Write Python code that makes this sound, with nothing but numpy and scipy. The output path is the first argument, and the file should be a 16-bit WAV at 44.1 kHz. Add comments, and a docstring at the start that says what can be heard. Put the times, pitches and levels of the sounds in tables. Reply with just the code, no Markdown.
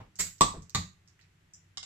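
"""Gas hisses from under a cap, then two glass beer bottles open at a dining table in a small room:
each cap gives a metal crack, a hollow pop of the bottle neck and a low thump of the table.
Caps tick in the fingers, things knock softly, a cap jingles and tableware clinks twice over room tone.
Cracks, knocks and ticks are coloured bursts of noise; the hiss is shaped noise; neck, table, cap and
tableware ring as fading sine waves. The room adds a wall reflection, early scatter and a tail."""
import sys
import numpy as np
from scipy import signal
from scipy.fft import rfft, irfft, next_fast_len
from scipy.io import wavfile
from scipy.ndimage import map_coordinates

SR = 44100
rng = np.random.default_rng(int(sys.argv[2]) if len(sys.argv) > 2 else 0)


def wav_out(sig):
    """Save sig, one row per channel (or a flat mono array), as 16-bit PCM at SR to the path in sys.argv[1]."""
    wavfile.write(sys.argv[1], SR, np.round(np.clip(np.atleast_2d(sig).T, -1, 1) * 32767).astype(np.int16))


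N = 81585  # length of the scene in samples
T = np.arange(SR * 3 // 4) / SR  # time line of one sound [s]
# "t60" below is the time in which a sound fades by 60 dB.


def amp(db):
    """Turn decibels into a gain."""
    return 10 ** (np.asarray(db) / 20)


def along(points, hz):
    """Read a curve of (frequency, value) points on a logarithmic frequency axis."""
    point_hz, values = np.transpose(points)
    return np.interp(np.log(hz + 1e-6), np.log(point_hz), values)


def fade(t60, t=T):
    """Exponential decay by 60 dB in t60 seconds."""
    return amp(-60 * t / t60)


def flutter(hz):
    """A smooth random curve through hz random knots a second."""
    return map_coordinates(rng.standard_normal(1024), [T * hz])


def colour(x, points, scale=1, keep_power=True):
    """Filter through (frequency, dB) points, reacting only after the sound arrives (minimum phase)."""
    m = 2 * next_fast_len(x.shape[-1])
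    gain = amp(along(points, np.fft.rfftfreq(m, 1 / SR) / scale))
    if keep_power:
        gain = gain / np.sqrt(np.mean(gain ** 2))
    # Folding the cepstrum onto positive times gives the filter its phase.
    cepstrum = irfft(np.log(gain))
    cepstrum[1:m // 2] *= 2
    cepstrum[m // 2 + 1:] = 0
    response = np.exp(rfft(cepstrum))
    return irfft(rfft(x, m) * response, m)[..., :x.shape[-1]]


def diffuse(size):
    """Stereo white noise, alike in the bass and mostly unrelated in the treble."""
    # how alike left and right are: (frequency [Hz], correlation [0 to 1])
    likeness = [(60, 1), (200, 0.9), (400, 0.34), (1000, 0), (2500, 0.12), (15000, 0)]
    alike = np.clip(along(likeness, np.fft.rfftfreq(size, 1 / SR)), -1, 1)
    turn = np.arccos(alike) / 2
    spectra = rfft(rng.standard_normal((2, size)))
    mid, side = irfft(spectra * [np.cos(turn), np.sin(turn)], size)
    return np.array([mid + side, mid - side])


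def burst(points, t60, scale=1):
    """A dying crackle of noise with an evened spectrum, given the colour of a struck body."""
    spectrum = rfft(rng.standard_normal(len(T)) * fade(t60))
    even = irfft(spectrum / (np.abs(spectrum) + 1e-9), len(T))
    even = even * fade(6 * t60)
    return colour(even * np.linalg.norm(fade(t60)), points, scale)


def ring(modes, rise):
    """A body rings as a sum of sine waves, each with its own pitch, level and decay."""
    tones = sum(amp(db) * np.sin(2 * np.pi * hz * T) * fade(t60) for hz, db, t60 in modes)
    return tones * (1 - np.exp(-T / rise))


def in_room(x, pan_db=0, wet_db=0):
    """Direct sound, one wall reflection, early scatter and a tail whose decay depends on pitch."""
    # how long the tail lasts: (frequency [Hz], t60 [s])
    tail_decay = [(100, 0.36), (400, 0.21), (1100, .27), (4000, 0.28), (7500, 0.28), (14000, 0.3)]
    tail_db, early_db, early_t60_s = 3, 1.5, 0.079
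    wall_s, wall_db = .0078, -4
    ear_lag_s = .0001  # the direct sound reaches the left ear this much later

    hz, t, noise = signal.stft(diffuse(len(T)), SR, nperseg=256)
    decay = fade(along(tail_decay, hz)[:, None], t)
    tail = signal.istft(noise * decay, SR, nperseg=256)[1][:, :len(T)]
    early = diffuse(len(T)) * fade(early_t60_s)
    tail = amp(tail_db) * tail / np.linalg.norm(tail[0])
    early = amp(early_db) * early / np.linalg.norm(early[0])
    build = amp(wet_db) * (1 - np.exp(-T / .003))  # scatter and tail swell in over about 3 ms
    answer = build * (tail + early)
    for ear in (0, 1):
        answer[ear, round((1 - ear) * ear_lag_s * SR)] += 1
        answer[ear, round((wall_s + rng.normal(0, .0001)) * SR)] += amp(wall_db)
    heard = signal.fftconvolve(x[None], answer, axes=1)[:, :len(T)]
    return heard * amp([[pan_db / 2], [-pan_db / 2]])  # pan_db: left over right


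def snap(db, pan_db):
    """The bright, nearly dry instant at which metal touches or lets go."""
    # colour of hard metal contact: (frequency [Hz], relative level [dB])
    contact = [(1500, -17), (3500, 1.5), (6000, 10.5), (8000, 0.5), (11000, 1.5), (15000, 7)]
    extra_db, t60_s, room_db = 0.5, .007, -19
    return in_room(amp(db + extra_db) * burst(contact, t60_s), pan_db, room_db)


def add(out, s, x):
    """Mix a sound in at its time."""
    i = max(0, round(s * SR))
    out[:, i:i + len(T)] += x[..., :N - i]


def room_tone():
    """Quiet air, made of coloured noise, with a steady low hum."""
    # colour of the air noise: (frequency [Hz], relative level [dB])
    air = [(25, -17.5), (60, -11.5), (95, -6), (130, -10), (172, -6.5), (215, -21.5), (326, -18),
           (500, -27.5), (1000, -26.5), (1900, -22), (3200, -27.5), (5000, -33), (8000, -33), (9800, -18),
           (11000, -27.5), (15000, -36.5)]
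    air_db, hum_hz, hum_db = -66.5, 93.8, -72
    hum = np.sqrt(2) * np.sin(2 * np.pi * hum_hz * np.arange(N) / SR)
    return amp(air_db) * colour(diffuse(N), air) + amp(hum_db) * hum


def table():
    """Knocks are short noise; bumps ring the table and room; slow heaves are single low tones."""
    # soft knocks on the table: (time [s], level [dB], pitch [Hz], t60 [s])
    knocks = [(.001, -52.5, 946, 0.12), (.002, -47.5, 162, 0.083), (0.541, -42.5, 424, 0.077)]
    # colour of a knock: (multiple of the pitch, relative level [dB])
    knock_shape = [(.1, -10.5), (.6, -7.5), (1, -4), (1.4, -13), (3, -19), (10, -44)]
    # bumps of a bottle on the table: (time [s], level [dB])
    bumps = [(0.196, -38), (0.253, -48), (0.409, -29.5), (0.58, -39), (0.7511, -26), (0.811, -39.5)]
    # low ring of table and room: (frequency [Hz], relative level [dB], t60 [s])
    boom = [(93.6, -3.5, .16), (128, 3, 0.064), (160, -2.5, 0.095), (169.44, -6, .08)]
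    # slow heaves of the table: (time [s], level [dB], frequency [Hz], t60 [s])
    heaves = [(.425, -32, 42.1, .22), (0.567, -30, 48, 0.096)]
    for s, db, hz, t60 in knocks:
        yield s, in_room(amp(db) * burst(knock_shape, t60, hz))
    for s, db in bumps:
        yield s, in_room(amp(db) * ring(boom, rise=0.0055), wet_db=-2.5)
    for s, db, hz, t60 in heaves:
        yield s, amp(db) * ring([(hz, 0, t60)], rise=.02)  # no room added


def handling():
    """Caps tick as short noise; a jingling cap and clinking tableware mix noise with ringing tones."""
    # caps ticking in the fingers: (time [s], level [dB], pitch [Hz], left over right [dB],
    # snap over the tick [dB], before the extra that snap() adds)
    ticks = [(.156, -45.5, 6300, -4.5, -20), (0.382, -56, 6060, -15, 1), (.622, -50.5, 6120, -7, -21),
             (0.696, -49, 5700, -6.5, 14), (1.076, -55.5, 5390, -8, -9.5), (1.192, -55.5, 1910, -6, -18),
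             (1.212, -58, 4430, -7, -17), (1.237, -62, 1950, 3, -25)]
    # colour of a tick: (multiple of the pitch, relative level [dB])
    tick_shape = [(.1, -17), (.55, -13.5), (.8, -0.5), (1, 5), (1.3, 2.5), (2.2, -14.5)]
    # a loose cap jingles: (time [s], level [dB])
    jingles = [(1.5355, -61)]
    # ringing of the cap: (frequency [Hz], relative level [dB], t60 [s])
    cap_modes = [(5010, -7, 0.032), (5860, 6, .035), (7100, 11, .035), (7050, 10, 0.045),
                 (7000, -7.5, .035), (7900, -14, .035)]
    # colour of the scraping cap: (frequency [Hz], relative level [dB])
    cap_scrape = [(4400, -49), (5100, 5), (6900, 3.5), (7900, 0.5), (9000, -15)]
    # tableware set down: (time [s], level [dB], left over right [dB])
    clinks = [(1.7724, -34, -5.5), (1.8295, -39, 2)]
    # colour of a clink's noise: (frequency [Hz], relative level [dB])
    ware = [(150, -4), (550, -14.5), (820, -4), (1500, -1.5), (2400, -8.5), (2900, 2), (3600, 10),
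            (4200, -2.5), (4800, 8), (5800, 2.5), (6900, 5), (8000, 2), (14000, -25)]
    # ringing of the tableware: (frequency [Hz], relative level [dB], t60 [s])
    ware_modes = [(782, -6.5, 0.031), (1144, -7, 0.077), (1470, -8, 0.1), (2116, -7.5, 0.089),
                  (2840, -1, .05), (2990, -6, 0.027), (3800, 10, 0.021), (5070, -25, .12),
                  (5340, 12, 0.017), (7040, 10, 0.02)]
    tick_t60_s, clink_t60_s = 0.016, 0.026
    scrape_db, ware_ring_db = 15.5, -14.5  # gain of the scrape; gain of the tableware's ring

    for s, db, hz, pan_db, snap_db in ticks:
        tick = amp(db) * burst(tick_shape, tick_t60_s, hz)
        yield s, in_room(tick, pan_db) + snap(db + snap_db, pan_db)
    for s, db in jingles:
        scrape = amp(scrape_db) * burst(cap_scrape, tick_t60_s)
        yield s, in_room(amp(db) * (ring(cap_modes, rise=0.00026) + scrape))
    for s, db, pan_db in clinks:
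        clink = burst(ware, clink_t60_s) + amp(ware_ring_db) * ring(ware_modes, rise=0.00019)
        yield s, in_room(amp(db) * clink, pan_db, wet_db=-2.5) + snap(db - 16, pan_db)


def gas():
    """The seal opens and gas rushes through the gap as noise, swelling, sputtering and fading."""
    # gas escaping: (time [s], level [dB], rise [s], t60 [s])
    hisses = [(.188, -27.5, 0.014, 0.078), (0.261, -41.5, 0.00586, 0.045)]
    # colour of the hiss: (frequency [Hz], relative level [dB])
    hiss_colour = [(100, -4.5), (300, -12), (700, -13), (1200, -8), (2100, -0.5), (3200, -7), (4700, -0.5),
                   (5300, 0), (6000, -1.5), (7400, 11.5), (8200, 5.5), (14000, -0.5)]
    sputter_db, sputter_hz = 1.5, 378  # depth, and random knots a second
    for s, db, rise, t60 in hisses:
        sputter = amp(sputter_db * flutter(sputter_hz))
        opening = np.minimum(.4 + T / rise, 1)  # the gap starts part open
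        flow = opening * sputter * fade(t60, np.maximum(T - rise, 0))
        hiss = colour(flow * rng.standard_normal(len(T)), hiss_colour)
        yield s, in_room(amp(db) * hiss, pan_db=-4)


def pops():
    """The cap cracks free, a puff leaves the neck and the air in the neck rings upward in pitch."""
    # caps coming off: (time [s], crack level [dB], neck level [dB], final neck pitch [Hz],
    # how far below it the pitch starts [Hz], neck t60 [s], puff level [dB])
    openings = [(0.4087, -15, 2.5, 1177, 150, .026, -19.5), (0.7479, -21, -15.5, 1205, 40.2, 0.031, -31)]
    # colour of each cap's crack, one list a cap: (frequency [Hz], relative level [dB])
    caps = [
        [(1000, 1), (1500, -11.5), (1800, -3), (3000, -4), (3600, 5.5), (4200, 0.5), (6500, -0.5), (7500, 3.5),
         (7900, 9.5), (9000, -12), (14000, -12)],
        [(1000, -8.5), (1500, -6.5), (1900, 0), (3100, -8.5), (3700, 5), (4300, 3.5), (4900, -3), (5900, -6.5),
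         (6700, 4), (7600, -2.5), (9000, -7.5), (14000, -15)],
    ]
    # colour of the puff: (frequency [Hz], relative level [dB])
    puff_colour = [(30, -12.5), (90, -3), (300, 1), (450, -6), (800, -2.5), (1220, 5.5), (1380, -19.5),
                   (3000, -49.5)]
    crack_t60_s, puff_t60_s = .028, .045
    scoop_s, neck_rise_s = .004, .007  # time constants of the pitch rise and of the swell
    rough_rad, rough_hz = .25, 300  # turbulence in the neck: phase flutter and its knots a second

    for (s, crack_db, neck_db, hz, scoop, t60, puff_db), cap in zip(openings, caps):
        crack = amp(crack_db) * burst(cap, crack_t60_s)
        yield s, in_room(crack, pan_db=-4.0) + snap(crack_db, pan_db=-7.5)
        phase = 2 * np.pi * np.cumsum(hz - scoop * np.exp(-T / scoop_s)) / SR
        tone = np.sin(phase + rough_rad * flutter(rough_hz))
        neck = amp(neck_db) * tone * fade(t60) * (1 - np.exp(-T / neck_rise_s))
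        puff = amp(puff_db) * burst(puff_colour, puff_t60_s)
        yield s, in_room(neck + puff, pan_db=-.5, wet_db=-2.5)


def scene():
    """All the sounds at the table over the room tone."""
    out = room_tone()
    for source in (table, handling, gas, pops):
        for s, sound in source():
            add(out, s, sound)
    return out


def record(dry):
    """The overall colour: duller above 8 kHz, a dip near 10 kHz, nothing above 15.9 kHz."""
    # overall colour of the sound: (frequency [Hz], gain [dB])
    overall = [(20, 2.5), (6000, 0), (7000, 0.5), (7950, 0), (8500, -13.5), (9800, -23), (10800, -12.5),
               (14500, -10), (15800, -24.5)]
    top_hz = 15900
    m = next_fast_len(N + SR // 2)
    heard = colour(dry, overall, keep_power=False)
    in_band = np.fft.rfftfreq(m, 1 / SR) < top_hz
    return irfft(rfft(heard, m) * in_band, m)[:, :N]


dry = scene()
out = record(dry)
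wav_out(out)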